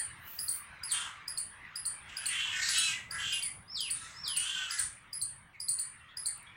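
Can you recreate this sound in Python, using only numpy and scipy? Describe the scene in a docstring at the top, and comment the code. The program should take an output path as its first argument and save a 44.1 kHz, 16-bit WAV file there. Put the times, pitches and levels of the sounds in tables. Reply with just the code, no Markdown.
"""A park, at the foot of a tree. Palm squirrels near the microphone chirp in sharp pairs, each chirp a
blip that jumps an octave into a rising sweep, scattered by trunks and a fence; claws tick on the bark.
Up in the trees birds, probably parakeets, whistle, peep and screech, their voices roughened by a second
vibration and puffs of air. Farther off lie a blur of birds and a low city rumble, and a thin hiss
comes and goes near the start."""
import sys
import numpy as np
from scipy import signal
from scipy.fft import rfft, irfft, next_fast_len
from scipy.io import wavfile
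from scipy.ndimage import uniform_filter1d

SR = 44100
rng = np.random.default_rng(int(sys.argv[2]) if len(sys.argv) > 2 else 0)


def put_to_file(sound):
    """Save the sound as 16-bit audio at rate SR, in the file named by the first command-line argument."""
    columns = np.atleast_2d(sound).T  # one column per channel
    safe = np.clip(columns, -1, 1)
    whole_steps = np.round(safe * 32767)
    wavfile.write(sys.argv[1], SR, whole_steps.astype(np.int16))


N = 289296
BAND_LIMIT_HZ = 15950


def gain_of(db):
    """Decibels to amplitude."""
    return 10 ** (np.asarray(db) / 20)


def unit_rms(x):
    """Scales x to rms 1."""
    return x / np.sqrt(np.mean(x ** 2) + 1e-20)


def value_at(table, hz):
    """Reads a table of (Hz, value) on a log-frequency axis."""
    table_hz, value = np.transpose(table)
    return np.interp(np.log(hz + 1), np.log(table_hz + 1), value)


def add(mix, start_s, sound):
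    """Mixes a sound in at start_s, which may lie before zero."""
    start = round(start_s * SR)
    sound = sound[max(-start, 0):]
    part = mix[max(start, 0):][:len(sound)]
    part += sound[:len(part)]


def coloured(x, spectrum):
    """Filters x by a table of (Hz, dB)."""
    size = next_fast_len(len(x) + 256)
    response = gain_of(value_at(spectrum, np.fft.rfftfreq(size, 1 / SR)))
    return irfft(rfft(x, size) * response, size)[:len(x)]


def wash(spectrum, levels, patchy_db):
    """Noise with drifting patches in time and frequency, following a curve of (s, dB)."""
    frames, hz = N // 256 + 5, np.fft.rfftfreq(1024, 1 / SR)
    real, imag, patches = rng.standard_normal((3, frames, 513))
    patches = unit_rms(uniform_filter1d(uniform_filter1d(patches, size=12, axis=0), size=7, axis=1))
    bins = (real + 1j * imag) * gain_of(value_at(spectrum, hz) + patchy_db * patches)
    noise = signal.istft(bins.T, nperseg=1024, noverlap=768)[1][:N]
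    return unit_rms(noise) * gain_of(np.interp(np.arange(N) / SR, *np.transpose(levels)))


# The city as heard from inside the park. Each row: frequency in Hz, relative level in dB.
CITY_SPECTRUM = [(20, -41), (45, -1.5), (90, 4.5), (140, 2), (200, -5.5), (280, -9.5), (420, -14.5),
                 (700, -14), (1200, -6.5), (3000, -59.5), (7000, -98.5), (16000, -27.5)]
# Its slow rise and fall. Each row: time in seconds, relative level in dB.
CITY_LEVELS = [(0, -62), (1.8, -62.5), (3.05, -57.5), (4.8, -64), (6.56, -64.5)]
def city_rumble():
    """The city's low rumble swells a little and sinks back."""
    return gain_of(1) * wash(CITY_SPECTRUM, CITY_LEVELS, patchy_db=2.5)


# Birds far from the microphone. Each row: frequency in Hz, relative level in dB.
FAR_BIRD_SPECTRUM = [(500, -20), (800, -13), (1000, -2.5), (1300, -0.5), (1900, 1), (2500, -4), (3400, -11),
                     (4300, -19.5), (6000, -28), (9000, -42), (16000, -56)]
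# Their swells and lulls. Each row: time in seconds, relative level in dB.
FAR_BIRD_LEVELS = [(0, -52), (.3, -55.5), (.5, -60), (.6, -56), (1.15, -53), (1.52, -58), (1.65, -53),
                   (1.85, -56.5), (2.1, -51.5), (2.6, -50.5), (3.401, -66), (4.55, -52.5), (5.6, -67.5),
                   (5.76, -61), (6.56, -59.5)]
def far_birds():
    """Distant calls blur into a patchy midrange noise."""
    return gain_of(2) * wash(FAR_BIRD_SPECTRUM, FAR_BIRD_LEVELS, patchy_db=4)


# The bright colour of the hiss and of the claws. Each row: frequency in Hz, relative level in dB.
BRIGHT_SPECTRUM = [(4000, -7.5), (7000, -8), (10500, -11.5), (11800, 6.5), (14000, 6.5), (15800, 11)]
def thin_hiss():
    """A brief high hiss swells, holds and dies away."""
    start_s, attack_s, hold_s, release_s = .15, .13, .3, .099
    t = np.arange(N) / SR - start_s
    faded = np.maximum(1 - t / attack_s, 0) + np.maximum(t - attack_s - hold_s, 0) / release_s
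    return wash(BRIGHT_SPECTRUM, levels=[(0, -42)], patchy_db=.7) * gain_of(-41 * faded)


# Claws on the tree. Each row: start in seconds, opening level in dB.
CLAW_TICKS = [(0.7472, -62), (6.3769, -43), (6.4288, -50)]
def claws():
    """Claws catch on the bark in tiny bright ticks."""
    out, t = np.zeros(N), np.arange(SR // 50) / SR
    for start_s, level_db in CLAW_TICKS:
        noise = unit_rms(coloured(rng.standard_normal(len(t)), BRIGHT_SPECTRUM))
        add(out, start_s, gain_of(level_db) * noise * np.exp(-t / .00091))
    return out


# The echo among the trees around the microphone. Each row: frequency in Hz, seconds to fall 60 dB.
GROVE_DECAY = [(500, 0.077), (2000, 0.37), (5000, 0.29), (9000, 0.34), (11000, 0.38), (15000, 0.088)]
def grove_tails(count):
    """Echo tails of energy 1: reflections off trunks and fence grow denser as they die away."""
    age = np.arange(SR * 3 // 4) / SR
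    density = np.minimum(.012 + age, .1)
    shape = (count, len(age))
    reflections = rng.choice([-1., 1.], shape) * (rng.random(shape) < density) / np.sqrt(density)
    hz, t, bins = signal.stft(reflections, SR, nperseg=256)
    build_up = 1 - np.exp(-t / .005)
    decay = gain_of(-60 * t / value_at(GROVE_DECAY, hz)[:, None])
    tails = signal.istft(bins * build_up * decay, SR, nperseg=256)[1]
    return tails / np.linalg.norm(tails, axis=1, keepdims=True)


def echoed(x, tail, wet_db):
    """The direct sound reaches the microphone, followed by its echo."""
    return np.pad(x, (0, len(tail) - 1)) + gain_of(wet_db) * signal.fftconvolve(x, tail)


# The colour of a bird's overtones at the beak. Each row: frequency in Hz, relative level in dB.
BEAK_SPECTRUM = [(600, -47), (1100, -10.5), (1600, 8.5), (3200, -1), (4300, 2), (5600, 0.5), (6700, 1),
                 (8000, 3), (9000, -16.5), (10100, -24.5), (11200, -16.5), (12600, -21.5), (15500, -31)]
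def bird_voice(hz, throat_hz, level_db, rough, overtones_db):
    """As a voice roughens, a second vibration splits each partial, pitch jitters, air puffs through."""
    rough = np.clip(rough, 0, 1)
    shake, air, strain = rng.standard_normal((3, SR))[:, :len(hz)]
    jitter = unit_rms(uniform_filter1d(shake, size=90))
    phase = 2 * np.pi * np.cumsum(hz * (1 + .0464 * rough * jitter)) / SR
    buzz_hz = 325 * (1 + .02 * jitter)
    split = 2.8 * rough * np.sin(2 * np.pi * np.cumsum(buzz_hz) / SR)
    tone = sum((k * hz < BAND_LIMIT_HZ) * np.cos(k * phase + np.sqrt(k / 2) * split)
               for k in range(1, 12))
    puffs = air * (1 + 1.2 * np.cos(phase))
    drive = (1 - rough) * unit_rms(tone) + .65 * rough * unit_rms(puffs)
    throat = unit_rms(resonate(drive, throat_hz, width_hz=1070))
    overtones = gain_of(overtones_db) * unit_rms(coloured(drive, BEAK_SPECTRUM))
    flutter_db = 5 * rough * unit_rms(uniform_filter1d(strain, size=500))  # strain makes uneven bursts
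    return (throat + overtones) * gain_of(level_db + flutter_db) * signal.windows.tukey(len(hz), .08)


def resonate(x, hz, width_hz):
    """A steep resonance that follows the curve hz."""
    carrier = np.exp(2j * np.pi * np.cumsum(hz) / SR)
    pole = np.exp(-np.pi * width_hz / SR)
    return 2 * (carrier * signal.lfilter([(1 - pole) ** 2], [1, -2 * pole, pole ** 2], x / carrier)).real


# Peeps from far off in the trees. Each row: start in seconds, length in seconds, pitch in Hz,
# glide as a share of the pitch, relative level in dB.
FAR_PEEPS = [(5.529, 0.045, 2230, -0.19, -50), (5.99, 0.071, 2694, -0.051, -59),
             (6.076, 0.0414, 3360, 0.142, -55), (6.463, 0.02, 3347, 0.022, -51)]
def peep(start_s, length_s, pitch_hz, glide, level_db):
    """A soft short note on a straight glide."""
    progress = np.arange(0, length_s, 1 / SR) / length_s
    hz = pitch_hz * (1 + glide * (progress - .5))
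    return start_s, np.sin(np.pi * progress) * bird_voice(hz, hz, level_db, rough=.44, overtones_db=-23.5)


# Whistles from the treetops. Each row: time of the downward turn, lead-in and fall, all in seconds,
# top pitch in Hz, relative level in dB, roughness from 0 to 1, relative overtone level in dB.
TREETOP_WHISTLES = [(0.888, 0.017, .1, 4870, -45.5, 0.4, -11.5), (3.742, .068, 0.17, 5430, -39, 0.04, -18),
                    (4.233, 0.098, 0.18, 5490, -40.5, 0, -20.5)]
def whistle(turn_s, lead_s, fall_s, top_hz, level_db, rough, overtones_db):
    """A thin high note swells, turns with an accent, slides to a sagging shelf and breaks hoarsely."""
    shelf_hz, lead_rise_hz, sag_hz_per_s, break_hz = 3303, 705, 2500, 1605
    accent_s, slide_s, strain_s, break_s = .003, .028, .073, .03
    t = np.arange(-lead_s, fall_s, 1 / SR)
    early = (np.minimum(t, 0) / lead_s) ** 2
    age = np.maximum(t, 0)
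    high = np.exp(-(age / slide_s) ** 1.5)
    broken = np.exp((t - fall_s) / break_s)
    hz = shelf_hz + (top_hz - shelf_hz) * high - lead_rise_hz * early
    hz = hz - sag_hz_per_s * age - break_hz * broken
    effort_db = level_db - 8.5 * np.exp(-age / accent_s) - 9 * early - 19 * broken
    strain_db = 14.5 * (np.exp(-(age / strain_s) ** 2) - early)  # overtones are strongest at the turn
    return turn_s - lead_s, bird_voice(hz, hz, effort_db, rough + .25 * broken, overtones_db + strain_db)


# Screeches from the treetops. Each row: start and length in seconds, pitch in Hz, share the pitch falls,
# throat resonance in Hz, relative level in dB, opening boost or dip in dB, roughness from 0 to 1,
# relative overtone level in dB.
TREETOP_SCREECHES = [(0.904, 0.2, 1329, 0.061, 1240, -41.5, -9, 0.7, -11.5),
                     (0.934, .13, 1626, .12, 3290, -42, 8, 0.52, -5),
                     (2.072, 0.33, 1390, 0.26, 2920, -42, -18.5, 0.79, -5),
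                     (2.285, 0.085, 2066, 0.19, 2230, -35.5, -11, 0.54, -10),
                     (2.304, 0.26, 1560, 0.11, 3060, -32.5, -6.5, 0.49, -10),
                     (2.509, 0.14, 1844, 0, 1920, -33, -12, 0.54, -2.5),
                     (2.61, 0.18, 1604, 0.085, 4340, -39.5, -4.5, 0.69, 8),
                     (2.722, 0.124, 1490, 0.013, 3300, -30.5, -7.5, 0.37, -7),
                     (2.751, .13, 1339, 0.0078, 3800, -38.5, 4, 0.08, 2),
                     (2.814, 0.12, 1332, 0.098, 2980, -34, -3, 0.39, -1),
                     (2.923, 0.085, 1026, 0.088, 2140, -42.5, 7, 0.3, -26),
                     (3.098, .15, 1686, 0.031, 1590, -34.5, -13, 0.56, -12),
                     (3.177, 0.2, 1577, 0.0095, 3060, -33, -10, 0.44, -6.5),
                     (3.313, 0.094, 1423, 0.0015, 2980, -39.5, 9, 0.48, -8.5),
                     (3.394, 0.11, 1158, 0.17, 2280, -45.5, -7, 0.25, -9),
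                     (3.933, 0.19, 1315, 0.042, 3700, -57.5, 2.5, .4, 3.5),
                     (4.004, .19, 1342, 0.021, 1340, -51, -0.5, 0.35, -4),
                     (4.356, 0.11, 1480, 0, 3030, -37.5, -6, 0.37, -2),
                     (4.446, .24, 1599, .12, 3240, -38, 1.5, .45, -5.5),
                     (4.55, 0.1, 1550, .03, 1450, -36.5, -1, 0.22, -33),
                     (4.678, 0.16, 1740, 0.12, 1570, -45.5, -9, 0.59, 10)]
def screech(start_s, length_s, pitch_hz, fall, throat_hz, level_db, opening_db, rough, overtones_db):
    """A harsh call scoops up, wavers, then loses pitch and strength; the throat follows the pitch."""
    attack_s, release_s, scoop_s, waver_hz = .012, .011, .0344, 14
    t = np.arange(0, length_s, 1 / SR)
    fresh, spent = (1 - t / length_s) ** 2.45, (t / length_s) ** 2.6
    waver = .0079 * np.sin(2 * np.pi * (waver_hz * t + rng.random()))
    bend = 1 - .0406 * np.exp(-t / scoop_s) - fall * spent + waver
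    envelope = np.minimum(t / attack_s, 1) * np.minimum((length_s - t) / release_s, 1)
    effort_db = level_db + opening_db * fresh - 8 * spent
    voice = bird_voice(pitch_hz * bend, throat_hz * bend, effort_db, rough, overtones_db)
    return start_s, envelope * voice


def treetop_birds():
    """Calls from high above the microphone arrive thin in the bass and about half as echo."""
    calls = np.zeros(N)
    for call, rows in (whistle, TREETOP_WHISTLES), (screech, TREETOP_SCREECHES), (peep, FAR_PEEPS):
        for row in rows:
            add(calls, *call(*row))
    thinned = coloured(calls, [(300, -15.5), (700, -13), (1100, -2.5), (8000, 3), (15000, -.5)])
    return gain_of(-4.5) * echoed(thinned, grove_tails(count=1)[0], wet_db=-.5)[:N]


# A squirrel's low and high chirp. Each row: top pitch in Hz; pause after the blip, glide time, swell time
# and blip half-length in seconds; blip rise as a share of its pitch; level of the blip's octave in dB.
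LOW_AND_HIGH_CHIRP = [(9600, .003, .0035, .0046, .0018, .09, -6),
                      (10500, .0012, .004, .0082, .002, .04, -20)]
# The breathy edge that opens the sweep. Each row: frequency in Hz, gain in dB.
BREATH_SPECTRUM = [(3500, -30.5), (6000, -20.5), (9000, -6), (11500, -32), (14500, -10.5), (16000, -20)]
# The high sweep is beamed away from the microphone, so more of it arrives as echo.
# Each row: top pitch in Hz, echo against the direct sound in dB.
SWEEP_ECHO_LEVELS = [(9700, -.5), (10400, 4)]
def chirp(start_s, top_hz, blip_db, sweep_db, tail):
    """A short rising blip; with a breathy snap the voice jumps an octave and sweeps up to a ceiling."""
    tops, *columns = np.transpose(LOW_AND_HIGH_CHIRP)
    pause_s, glide_s, swell_s, half_s, rise, octave_db = (np.interp(top_hz, tops, c) for c in columns)
    t = np.arange(-SR // 100, SR // 25) / SR
    blip_hz = .4698 * top_hz * (1 + rise * np.tanh(t / half_s))
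    phase = 2 * np.pi * np.cumsum(blip_hz) / SR
    blip = np.sin(phase) + gain_of(octave_db) * np.sin(2 * phase) + gain_of(-19.5) * np.sin(3 * phase)
    blip *= gain_of(blip_db) * (np.exp(-(t / half_s) ** 2) + .2 * np.exp(-(t / (2.5 * half_s)) ** 2))
    snap = coloured(rng.standard_normal(len(t)), BREATH_SPECTRUM)
    snap *= gain_of(blip_db + 2) * np.exp(-((t - pause_s) / .0045) ** 2)

    age = np.maximum(t - pause_s, 0)
    waver = .008 * unit_rms(uniform_filter1d(rng.standard_normal(len(t)), size=60))
    sweep_hz = top_hz * (1.004 - .25 * np.exp(-age / glide_s) + waver)
    phase = 2 * np.pi * np.cumsum(sweep_hz) / SR
    breath = coloured(rng.standard_normal(len(t)), BREATH_SPECTRUM)
    rasp = np.exp(-age / .006) * (gain_of(-15) * np.sin(2 * phase) + 2.46 * breath)
    envelope = age / swell_s * np.exp(.85 * (1 - (age / swell_s) ** 1.1))
    sweep = gain_of(sweep_db - 1) * envelope * (np.sin(phase) + rasp)
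    sweep_wet_db = value_at(SWEEP_ECHO_LEVELS, top_hz)
    return start_s + t[0], echoed(blip + snap, tail, wet_db=-4.5) + echoed(sweep, tail, sweep_wet_db)


# Squirrels at the foot of the tree, near the microphone. Each row: time of the blip in seconds,
# top pitch of the sweep in Hz, relative levels of the blip and of the sweep in dB.
SQUIRREL_CHIRPS = [(-.012, 9600, -32.5, -26.5), (0.3914, 10460, -30, -36), (0.4845, 9650, -30.5, -24.5),
                   (0.837, 10570, -32, -38.5), (0.9138, 9490, -32, -23.5), (1.282, 10560, -29.5, -40.5),
                   (1.377, 9730, -30, -27.5), (1.76, 10500, -31, -39), (1.855, 9630, -33, -26.5),
                   (2.171, 10420, -30, -41), (2.259, 9370, -30.5, -25.5), (2.6888, 10390, -29.5, -37),
                   (2.778, 9650, -28.5, -24), (3.112, 10300, -32.5, -40), (3.3267, 10520, -31.5, -36.5),
                   (3.427, 9980, -32, -30), (3.8074, 10370, -27, -39), (3.9035, 9730, -34.5, -26),
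                   (4.28, 10490, -27, -37), (4.3652, 9550, -32, -23), (4.71, 10570, -29.5, -40),
                   (4.7886, 9480, -33.5, -23), (5.1323, 10510, -33, -38.5), (5.2166, 9510, -31.5, -26.5),
                   (5.6041, 10480, -32, -40), (5.6858, 9570, -29, -22.5), (5.79, 9600, -33, -26.5),
                   (6.173, 10530, -32, -39.5), (6.2597, 9500, -29.5, -25.5)]
def squirrels():
    """Every chirp scatters differently as the animals turn their heads."""
    out = np.zeros(N)
    for row, tail in zip(SQUIRREL_CHIRPS, grove_tails(count=len(SQUIRREL_CHIRPS))):
        add(out, *chirp(*row, tail))
    return out


def scene():
    """Squirrels and birds over the park's background, all in the centre."""
    background = far_birds() + city_rumble() + thin_hiss()
    mix = background + squirrels() + treetop_birds() + claws()
    return np.array([mix, mix])


def record(dry):
    """The recorder cuts the treble above its band limit."""
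    lowpass = signal.firwin(511, BAND_LIMIT_HZ, window=("kaiser", 9), fs=SR)
    return signal.oaconvolve(dry, lowpass[None], "same")


dry = scene()
out = record(dry)
put_to_file(out)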